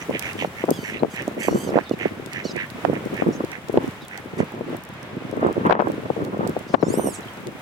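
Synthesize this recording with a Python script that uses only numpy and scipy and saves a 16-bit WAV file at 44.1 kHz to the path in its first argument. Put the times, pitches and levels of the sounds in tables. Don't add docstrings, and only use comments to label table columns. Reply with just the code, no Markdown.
import sys
import numpy as np
from scipy import signal
from scipy.fft import rfft, irfft, next_fast_len
from scipy.io import wavfile
from scipy.ndimage import uniform_filter1d, minimum_filter1d

SR = 44100
rng = np.random.default_rng(int(sys.argv[2]) if len(sys.argv) > 2 else 0)


def dump_mix(stems):
    frames = np.atleast_2d(stems).T
    limited = np.clip(frames, -1, 1)
    pcm = np.round(limited * 32767).astype(np.int16)
    wavfile.write(sys.argv[1], SR, pcm)


N = 335601
T = np.arange(N) / SR

# time_s, pitch_hz, level_db, favoured_harmonic
FALLING = [(0.718, 1507, -46, 2.6), (0.742, 1745, -42, 2.7), (0.765, 1654, -42, 2.6),
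           (0.792, 1520, -45, 2.4), (0.825, 1530, -47, 3), (0.89, 1450, -55, 5.8), (0.92, 1290, -56, 5),
           (0.95, 1113, -59, 5)]
WAVERING = [(1.39, 1340, -51, 6.3), (1.42, 1560, -43, 4.9), (1.44, 1590, -38.5, 4.4),
            (1.47, 1517, -42, 5.4), (1.5, 1450, -49, 4), (1.526, 1443, -46, 4), (1.556, 1520, -45, 4.6),
            (1.59, 1514, -43.5, 5.5), (1.63, 1596, -41, 5), (1.66, 1574, -43, 4.6), (1.68, 1505, -45, 3.4),
            (1.7, 1330, -47, 4.1), (1.715, 1220, -59, 4.3)]
CURLED = [(2.435, 1266, -48, 3.5), (2.45, 1434, -39, 3.7), (2.463, 1520, -35.5, 2.9),
          (2.482, 1384, -45, 3.6), (2.5, 1286, -41, 3.4), (2.519, 1220, -46, 4.3), (2.532, 1220, -57, 4.3)]
ARCHED = [(6.768, 1100, -59, 3.5), (6.798, 1517, -46, 3.3), (6.823, 1260, -44.5, 3.6),
          (6.85, 1840, -42, 3.5), (6.872, 1740, -43, 3.7), (6.9, 2240, -38, 3.54), (6.918, 2300, -42, 3.56),
          (6.96, 2790, -40, 3.4), (6.985, 2985, -38.5, 3.3), (7.033, 3070, -39, 2.9),
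          (7.083, 2830, -37.5, 3.4), (7.11, 2590, -42, 3.5), (7.13, 2340, -42, 3.46),
          (7.15, 1970, -39, 4.1), (7.172, 1594, -45, 4.8), (7.2, 1400, -60, 5.5)]
# whistle_table, gain_db, falloff_db, hoarse_db, pan_db
LONG_CALLS = [(FALLING, -.5, 3.8, 2, -6.5), (WAVERING, 0, 4.8, 0.98, -8.5), (CURLED, -.5, 12, 1, -4.5),
              (ARCHED, 0, 15.3, -1, -8)]
# start_s, length_s, top_pitch_hz, curl_octaves, level_db, favoured_harmonic, falloff_db
SQUEAKS = [(0.366, 0.11, 1570, 0.18, -53, 3.86, 2), (1.1, 0.061, 1637, 0.18, -50, 4.5, 5),
           (1.83, 0.03, 1620, .25, -54, 2.7, 19), (1.852, 0.06, 1247, 0.093, -47.5, 2.6, 21),
           (1.912, 0.041, 1460, 0.29, -46.5, 1.6, 9), (3.32, 0.053, 1445, 0.26, -49, 4.3, 13.5),
           (4.006, 0.062, 1295, .25, -47.5, 2.7, 12), (4.375, 0.039, 1220, 0.23, -49.5, 5.9, 2),
           (6.673, 0.068, 1250, 0.37, -49.5, 4, 6), (6.725, 0.06, 1130, 0.274, -47.5, 3.6, 1)]
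# frequency_hz, gain_db
THROAT = [(1500, -24), (2400, -8), (3100, 7), (3900, 3.5), (4600, 1.5), (6100, 2), (7700, -2), (9000, -3),
          (10600, -5), (12200, 0.5), (14500, -11)]
# middle_s, length_s, level_db, pitch_hz, pulses_per_s, bill_overtone_db
QUACKS = [(0.009, 0.045, -39.5, 2180, 100, -9.5), (0.152, 0.066, -33.5, 2254, 97, -30),
          (0.266, 0.11, -35, 2195, 101, -19.5), (0.415, 0.066, -33, 2373, 92, -21.5),
          (0.603, 0.089, -40.5, 2007, 93, -23), (0.877, 0.086, -35.5, 2080, 105, -20),
          (0.954, 0.0767, -38, 2296, 100, -27), (1.188, 0.099, -36, 2155, 127, -24),
          (1.44, 0.12, -35.5, 2047, 103, -22), (1.772, 0.095, -39.5, 1922, 98, -26),
          (2.036, 0.1, -34, 2058, 101, -27), (2.372, 0.115, -36, 2040, 94, -25),
          (2.602, 0.1, -32.5, 2070, 99, -33), (2.948, .065, -40.5, 2060, 106, -28),
          (3.191, 0.089, -36.5, 2044, 87, -26), (3.541, 0.085, -40, 1922, 84, -27),
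          (4.149, 0.11, -42, 1933, 92, -25), (4.405, 0.052, -40, 1998, 90, -22)]
# middle_s, length_s, level_db
GUSTS = [(0.122, .07, -35), (0.397, 0.17, -39.5), (0.702, 0.034, -28), (0.787, 0.07, -36),
         (0.987, 0.087, -33), (1.214, 0.057, -37), (1.368, 0.095, -34.5), (1.545, 0.099, -27.5),
         (1.716, 0.1, -29), (2.03, 0.075, -35), (2.193, 0.16, -39), (2.521, 0.17, -39.5),
         (2.917, 0.17, -31.5), (3.14, 0.0357, -32), (3.27, 0.14, -30.5), (3.408, 0.03136, -30),
         (3.785, 0.1, -28), (4.302, 0.0942, -38.5), (4.41, 0.037, -25), (4.587, 0.076, -34.5),
         (4.722, 0.077, -33), (5.164, 0.21, -41.5), (5.45, 0.13, -24.5), (5.589, 0.0725, -30),
         (5.75, .13, -15.5), (5.995, 0.3, -36), (6.224, 0.076, -30.5), (6.42, 0.17, -26),
         (6.806, 0.11, -26), (6.895, 0.17, -30), (7.036, 0.11, -29.5), (7.193, 0.023, -32),
         (7.409, 0.19, -40)]
# time_s, level_db, centre_hz, pan_db
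THUMPS = [(0.096, -8, 413, 0), (0.1105, -10, 566, 0), (0.154, -13.5, 453, 2), (0.425, -10.5, 620, -2),
          (0.448, -6, 644, -4), (0.6402, -5, 554, 5), (0.685, -9.5, 536, 8.5), (0.69, -6, 620, 3),
          (0.697, -7, 526, 5), (0.7136, -4, 386, -0.5), (1.0263, -8.5, 358, 3), (1.034, 1, 570, 10.5),
          (1.0481, -6, 535, 7), (1.28, -8, 475, -6.5), (1.485, 0, 575, -6), (1.513, -10, 297, 2),
          (1.5281, -10, 400, 12), (1.547, -9.5, 317, -2), (1.5534, -6.5, 300, 4), (1.5589, -4.5, 373, 4),
          (1.6752, -11, 437, -9), (1.6924, -9, 430, -10), (1.7438, -8, 525, -18), (1.758, -1.5, 453, -3.5),
          (1.7689, -3.5, 524, -3), (1.777, -1.5, 660, -9), (1.7878, -3.5, 840, -28),
          (1.9129, -5, 456, -5.5), (1.939, -11, 352, -1), (2.0576, -3.5, 446, -5),
          (2.1987, -17.5, 354, 7.5), (2.4541, -10.5, 472.4, -11), (2.462, -17, 406, -6),
          (2.5607, -15, 460, -17), (2.569, -13.5, 334, -11), (2.851, 1, 760, -20), (2.8878, -9, 374, -4),
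          (2.899, -4, 387, -7), (2.9329, -7, 500, -18.5), (2.966, -14, 500, -6), (3.0609, -13, 334, 2),
          (3.0718, -15.5, 474, 8), (3.1298, -15.5, 380, 3), (3.2231, -2.5, 540, 9), (3.264, -6.5, 402, -12),
          (3.2701, -7, 380, -8.5), (3.2799, -8.5, 266.4, 9), (3.289, -4, 310, -5), (3.31, -13, 336, -1),
          (3.441, -9.5, 350, 5), (3.698, -8.5, 430, 6), (3.743, -7.5, 400, 7), (3.7577, -9, 400, 0.5),
          (3.7748, 9, 456, -1), (3.88, -13.5, 288, -5), (4.4041, -0.5, 380, -23), (4.431, -12, 366, -11),
          (4.611, -12.5, 506, 7), (4.7474, -16, 560, -6), (5.2514, -18, 233, -2), (5.3291, -13.5, 477, 9),
          (5.338, -14, 480, 15), (5.3735, -10.5, 439, 21.5), (5.4302, -4, 496, -2), (5.4494, -1.5, 560, -8),
          (5.465, -4, 611, -20), (5.4894, -8, 548, -18), (5.5105, -13.5, 403, -6), (5.5689, -9.5, 418, -10),
          (5.5802, -5, 356, -1), (5.6535, -9, 390, 6), (5.698, 1, 750, -17), (5.709, 4.5, 864, 11),
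          (5.7116, 4, 910, 16), (5.7259, 18, 857, 25), (5.753, 6, 690, 3), (5.794, 5, 680, 12),
          (5.801, 6, 656, 7), (5.807, 1.5, 1010, 25), (5.8225, -1, 610, 6), (5.8725, -6, 644, -38.5),
          (5.9014, -8.5, 476, -2), (6.103, -3, 474, 6.5), (6.167, -12.5, 500, 9), (6.178, -12, 372, 3),
          (6.223, -11, 287, 3), (6.394, -9.5, 340, 6.5), (6.4325, -12, 345, 11), (6.4948, -9.5, 317.5, 1),
          (6.5669, -6.5, 556, 6), (6.742, 7, 517, 9), (6.7454, 4.5, 1070, 22), (6.7488, 12, 684, 16),
          (6.828, 0.5, 710, 19), (6.832, 9, 447, 8), (6.8686, -6, 363, -5), (6.884, -6, 340, 12),
          (6.9048, -7.5, 335, 3), (6.9408, -8, 463, 14), (6.9754, -8.5, 334, 5), (6.986, -7, 420, -8),
          (6.9963, -5.5, 560, -14), (7.0448, -12, 424, -2.5), (7.0584, -11, 420, -4),
          (7.0733, -8.5, 490, -11), (7.088, -10, 502, -6)]
# time_s, level_db, centre_hz, pan_db
NEAR_DROPS = [(0.1933, -12.5, 4690, -20), (0.224, -20.5, 3880, 5), (0.3313, -23, 3260, -11),
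              (0.705, -9.5, 8700, 5), (1.161, -26, 3393, -9), (1.221, -29, 5430, -6),
              (1.278, -25, 4835, -13), (1.8939, -25, 3044, -8), (2.26, -23.5, 4388, 3),
              (2.332, -17.5, 3360, -12), (2.563, -26, 3680, -7), (2.701, -25, 3130, -16),
              (3.142, -27.5, 3070, -2), (3.447, -27.5, 3390, -14), (3.5161, -24, 3110, -4),
              (3.6839, -28.5, 3203, 9), (4.0818, -27, 4910, -10), (4.175, -24, 3466, 1),
              (5.029, -27.5, 3050, -19), (6.2481, -26.5, 3250, -38), (6.4742, -20, 4942, -16),
              (7.4694, -26, 3310, 0)]
# start_s, level_db, pitch_hz
BUBBLES = [(0.994, -32, 4030), (4.18, -26, 790), (4.52, -27, 805), (7.231, -38.5, 3954),
           (7.283, -31.5, 3165)]
# frequency_hz, level_db
WASH_TONE = [(18, -57.5), (30, 4), (64, -1.5), (124, 1.5), (287, -6.5), (616, -5.5), (2170, -9),
             (3490, -17), (4420, -24.5), (14800, -34.5), (16000, -31)]
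# time_s, level_db, extra_treble_db
WASH_SWELL = [(0, 4.5, 5), (1, 2, 2), (2, 2, 0), (3, 3.5, 1), (4, 2, 1), (5, 2.5, -5), (6, 1, -2),
              (7.6, 1, 1.5)]


def drake_whistles(glide_s=.01, crest_share=.28, crest_width=.26, effort_db_per_octave=19):
    out = np.zeros((2, N))
    for points, gain_db, falloff_db, hoarse_db, pan_db in LONG_CALLS:
        start, end = points[0][0], points[-1][0]
        smooth = uniform_filter1d(np.array(curves(points)), int(glide_s * SR))
        hz, level_db, favoured = smooth[:, (T >= start) & (T < end)]
        call = voice_box(hz, level_db + gain_db, favoured, falloff_db, hoarse_db)
        add(out, start, sides(pan_db) * call)
    for start, length, top_hz, depth, db, favoured, falloff_db in SQUEAKS:
        from_crest = (np.linspace(0, 1, int(length * SR)) - crest_share) / crest_width
        octaves = -depth * from_crest ** 2 / (1 + from_crest ** 2)
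        level_db = db + effort_db_per_octave * octaves
        squeak = voice_box(top_hz * 2 ** octaves, level_db, favoured / 2 ** octaves, falloff_db, 0)
        add(out, start, sides(pan_db=-8) * squeak)
    return out


def voice_box(hz, level_db, favoured, falloff_db, hoarse_db, rasp_db=-11.5, air_db=-11.5):
    n = len(hz)
    wobble = 1 + .005 * walk(500)[:n] + .003 * walk(72)[:n]
    phase = 2 * np.pi * np.cumsum(hz * wobble) / SR
    harmonic = np.arange(1, 10)[:, None]
    throat_hz, throat_db = np.transpose(THROAT)
    boost_db = np.interp(np.log(harmonic * hz), np.log(throat_hz), throat_db)
    gains = undb(boost_db - falloff_db * np.log2(1 + np.abs(harmonic - favoured)))
    gains *= low_pass(harmonic * hz, 15100, order=14)
    gains /= np.linalg.norm(gains, axis=0)
    noise = rng.standard_normal((2, 2, len(harmonic), n))
    rasp = unit(signal.lfilter(*signal.butter(2, 250, fs=SR), noise[0]))
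    air = unit(signal.lfilter(*signal.butter(2, hz.max() / 2, fs=SR), noise[1]))
    husky_db = np.clip(-42 - level_db, 0, 8) * .5
    roughness = undb(rasp_db) * rasp + undb(air_db + husky_db) * air
    flutter = undb(hoarse_db) * roughness * (harmonic / 3.5) ** .7
    tones = (1 + flutter[0]) * np.sin(harmonic * phase) + flutter[1] * np.cos(harmonic * phase)
    fade = np.clip(np.minimum(T[:n], T[:n][::-1]) / .009, 0, 1)
    shimmer_db = 2 * walk(122.3)[:n]
    return np.sqrt(2) * fade * undb(level_db + shimmer_db) * (gains * tones).sum(axis=0)


def duck_chatter(sweep=1.45, turn_share=.36, throat_octaves=1.1, air=.85, gain_db=2.4):
    drift = np.exp(.1 * walk(130))
    strength = undb(1.6 * walk(130))
    waver_octaves = .14 * walk(300)
    bill = signal.butter(2, [5500, 6700], "bandpass", fs=SR, output="sos")
    out = np.zeros(N)
    for middle, length, db, hz, rate, bill_db in QUACKS:
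        span = np.abs(T - middle) < .6 * length
        cycle = np.cumsum(rate * drift[span]) / SR % 1
        pulses = (.28 + .72 * np.sin(np.pi * cycle) ** 4) * strength[span]
        octaves = sweep * (np.abs(cycle - turn_share) - (.5 - turn_share) - .04) + waver_octaves[span]
        phase = 2 * np.pi * np.cumsum(hz * 2 ** octaves) / SR
        swell = np.sqrt(np.hanning(span.sum())) * pulses
        puffs = swell * air * rng.standard_normal(len(phase))
        band_hz = hz * 2 ** (throat_octaves * np.array([-.5, .5]))
        throat = signal.butter(3, band_hz, "bandpass", fs=SR, output="sos")
        body = unit(signal.sosfilt(throat, swell * np.sin(phase) + puffs))
        overtone = unit(signal.sosfilt(bill, swell * np.sin(3 * phase) + puffs))
        out[span] += undb(db + gain_db) * (body + undb(bill_db) * overtone)
    return out


def wind_strength(lull_db=-49.5, squareness=1.78):
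    power = undb(lull_db) ** 2
    for middle, length, db in GUSTS:
        from_middle = np.minimum(np.abs(2 * (T - middle) / length), 5)
        power = power + undb(db) ** 2 * np.exp(-from_middle ** squareness)
    return 10 * np.log10(power)


def wind_thumps(gust_db, gain_db=-1.3, trail_s=.00707, trail_db=-13, small_per_s=46, small_db=-19):
    swirls = []
    for (s, db, hz, pan_db), (delay, size) in zip(THUMPS, rng.standard_normal((len(THUMPS), 2))):
        swirls.append((s, db + gain_db, hz, pan_db))
        swirls.append((s + trail_s * .809 ** delay, db + trail_db + 2 * size, .81 * hz, pan_db / 2))
    count = int(small_per_s * T[-1])
    odds = undb(.45 * gust_db)
    moments = np.searchsorted(np.cumsum(odds) / odds.sum(), rng.uniform(0, .9999, count))
    for i, (size, colour, side) in zip(moments, rng.standard_normal((count, 3))):
        extra_db = .45 * (gust_db[i] + 28) + 3 * min(size, 1.5)
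        hz = 400 * 1.18 ** colour * undb(.32 * extra_db)
        swirls.append((T[i], small_db + extra_db, hz, 7 * side))
    out = np.zeros((2, N))
    for s, db, hz, pan_db in swirls:
        sound = swirl(db, hz, pan_db)
        add(out, s - sound.shape[1] / 2 / SR, sound)
    return out


def swirl(db, hz, pan_db, lag_s=.00038, sharpness=5, wake_db=-9, churn_db=-14, churn_s=.0022):
    t = np.arange(-768, 768) / SR
    f = np.fft.rfftfreq(len(t), 1 / SR) + 1e-3
    local_t = t - np.sign(pan_db) * lag_s * np.array([[-1], [1]]) / 2
    width_s = (2 * sharpness + 1) / (4 * np.pi * hz)
    swing = (1 - 1j * local_t / width_s) ** -(sharpness + 1)
    wake = (1 - 1j * (local_t - 1.05 / hz) * .6 / width_s) ** -(sharpness + 1)
    angles = rng.uniform(0, 2 * np.pi, (2, 1, 1)) + .63 * rng.standard_normal((2, 2, 1))
    swing_turn, wake_turn = np.exp(1j * angles)
    grit = unit(irfft(rfft(rng.standard_normal((2, len(t)))) * low_pass(f, 2 * hz, order=3)))
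    push = np.real(swing * swing_turn + undb(wake_db) * wake * wake_turn) * (1 + .07 * grit)
    churn = unit(irfft(rfft(rng.standard_normal(len(t))) * resonance(f, hz, 2 * hz) ** 2))
    churn *= np.exp(-np.abs(t - .001) / churn_s)
    push = (push + undb(churn_db) * churn) * signal.windows.tukey(len(t), .5)
    treble_cut = low_pass(f, 2.52 * hz * undb(.22 * db), order=4)
    thump = irfft(rfft(push) * treble_cut)
    return undb(db) * sides(pan_db) * (thump + crack(local_t, db, hz, swing_turn))


def crack(t, db, hz, turn, crack_hz=950, crack_db=-12, hard_db=2, hard_hz=600):
    force_db = db + 40 * np.log10(hz / hard_hz)
    jump = np.real(turn * (1 - 2j * np.pi * crack_hz * t) ** -2)
    return undb(crack_db + 2.5 * min(force_db - hard_db, 0)) * jump


def wind_rumble(gust_db, leak=.93, lag_s=.00033, gain_db=.5, strong_db=-25):
    puffs = undb(3 * walk(60) + 2 * walk(190))
    air = rng.standard_normal((2, N)) * puffs
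    air = air + leak * delayed(air[::-1], lag_s)
    rumble = unit(shaped(air, lambda f: resonance(f, 240, 480) ** 2 * low_pass(f, 1000, order=3)))
    fine = unit(shaped(air, lambda f: resonance(f, 900, 900) ** 2 * low_pass(f, 1800, order=2)))
    fine_db = np.minimum(gust_db - strong_db, 4) - 4
    return (rumble + fine * undb(fine_db)) * undb(gust_db + gain_db)


def rain(near_gain_db=1, far_db=-42, far_hz=8000, far_count=380):
    out = np.zeros((2, N))
    for s, db, hz, pan_db in NEAR_DROPS:
        drop = drop_tick(hz, decay_s=.0008, splash_s=.012)
        add(out, s + .00095, undb(db + near_gain_db) * sides(pan_db) * drop)
    times = rng.uniform(0, T[-1], far_count)
    for s, (size, colour, side) in zip(times, rng.standard_normal((far_count, 3))):
        drop = drop_tick(far_hz * 1.3 ** colour, decay_s=.0007, splash_s=.003)
        add(out, s, undb(far_db + 6 * min(size, 2.5)) * sides(4 * side) * drop)
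    return out


def drop_tick(hz, decay_s, splash_s, splash_db=-24):
    t = T[:1024]
    f = np.fft.rfftfreq(len(t), 1 / SR) + 1e-3
    fade = np.exp(-t / decay_s) + undb(splash_db) * np.exp(-t / splash_s)
    burst = rng.standard_normal((2, len(t))) * fade
    bass_cut = 1j * f / (4500 + 1j * f)
    snap = irfft(rfft(burst) * resonance(f, hz, 1.9 * hz) ** 2 * bass_cut)
    return snap / np.abs(snap).max()


def bubbles(ring_s=.028, attack_s=.00021, rise=1.5):
    out, t = np.zeros(N), T[:2048]
    for start, db, hz in BUBBLES:
        loudness = undb(db - 60 * t / ring_s) * (1 - np.exp(-t / attack_s))
        add(out, start, loudness * np.sin(2 * np.pi * hz * t * (1 + rise * t)))
    return out


def ripple_echo(x, echo_db=-12, fade_s=.087):
    t = T[:SR // 2]
    scatter = rng.standard_normal((2, len(t))) * undb(-60 * t / fade_s) * (t > .004)
    scatter /= np.linalg.norm(scatter, axis=1, keepdims=True)
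    return x + undb(echo_db) * signal.fftconvolve(x[1:], scatter, axes=1)[:, :N]


def pond_wash(spacing_s=.00027, flicker_db=1.3, base_db=-49.2, treble_hz=4950):
    tone_hz, tone_db = np.transpose(WASH_TONE)
    tone = lambda f: undb(np.interp(np.log(f), np.log(tone_hz), tone_db))
    alike = lambda f: .9 * np.sinc(2 * f * spacing_s)
    shared = shaped(rng.standard_normal(N), lambda f: tone(f) * np.sqrt(1 + alike(f)))
    opposed = shaped(rng.standard_normal(N), lambda f: tone(f) * np.sqrt(1 - alike(f)))
    scale = undb(base_db) / np.std(shaped(shared, lambda f: f > 1500))
    swell_db, treble_db = curves(WASH_SWELL)
    wash = scale * np.stack([shared + opposed, shared - opposed]) * undb(flicker_db * walk(9) + swell_db)
    body = shaped(wash, lambda f: low_pass(f, treble_hz, order=3))
    return body + (wash - body) * undb(treble_db)


def from_right(x, lag_s=.00019, pan_db=-8):
    return np.stack([delayed(x, lag_s), x]) * sides(pan_db)


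def sides(pan_db):
    return unit(undb(np.array([[pan_db], [-pan_db]]) / 2))


def undb(db):
    return 10 ** (np.asarray(db) / 20)


def unit(x):
    return x / np.sqrt(np.mean(x ** 2) + 1e-20)


def curves(table):
    times, *columns = np.transpose(table)
    return [np.interp(T, times, column) for column in columns]


def shaped(x, response):
    size = next_fast_len(N + 4096)
    f = np.fft.rfftfreq(size, 1 / SR) + 1e-3
    return irfft(rfft(x, size) * response(f), size)[..., :N]


def delayed(x, lag_s):
    return shaped(x, lambda f: np.exp(-2j * np.pi * f * lag_s))


def resonance(f, hz, width_hz):
    return 1 / (1 + 1j * (f * f - hz * hz) / (f * width_hz))


def low_pass(f, hz, order):
    return (1 + (f / hz) ** (2 * order)) ** -.5


def walk(steps_per_s):
    step = max(int(SR / steps_per_s), 2)
    stairs = np.repeat(rng.standard_normal(N // step + 1), step)[:N]
    return unit(uniform_filter1d(stairs, step))


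def add(out, start_s, sound):
    i = int(start_s * SR)
    first, last = max(i, 0), min(i + sound.shape[-1], N)
    if last > first:
        out[..., first:last] += sound[..., first - i:last - i]


def scene():
    gust_db = wind_strength()
    on_pond = ripple_echo(drake_whistles() + from_right(duck_chatter() + bubbles()))
    return on_pond + wind_thumps(gust_db) + wind_rumble(gust_db) + rain() + pond_wash()


def record(dry, recover_db_per_s=110, low_cut_hz=85, limit_db=2, top_hz=16000):
    x = signal.sosfilt(signal.butter(3, low_cut_hz, "highpass", fs=SR, output="sos"), dry)
    over_db = np.maximum(20 * np.log10(np.abs(x).max(axis=0) + 1e-9) - limit_db, 0)
    turn_down_db = np.maximum.accumulate(over_db + recover_db_per_s * T) - recover_db_per_s * T
    x = x * uniform_filter1d(minimum_filter1d(undb(-turn_down_db), size=128), size=128)
    x = x / (1 + x ** 10) ** .1
    return signal.sosfilt(signal.ellip(8, .2, 70, top_hz, fs=SR, output="sos"), x)


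dry = scene()
out = record(dry)
dump_mix(out)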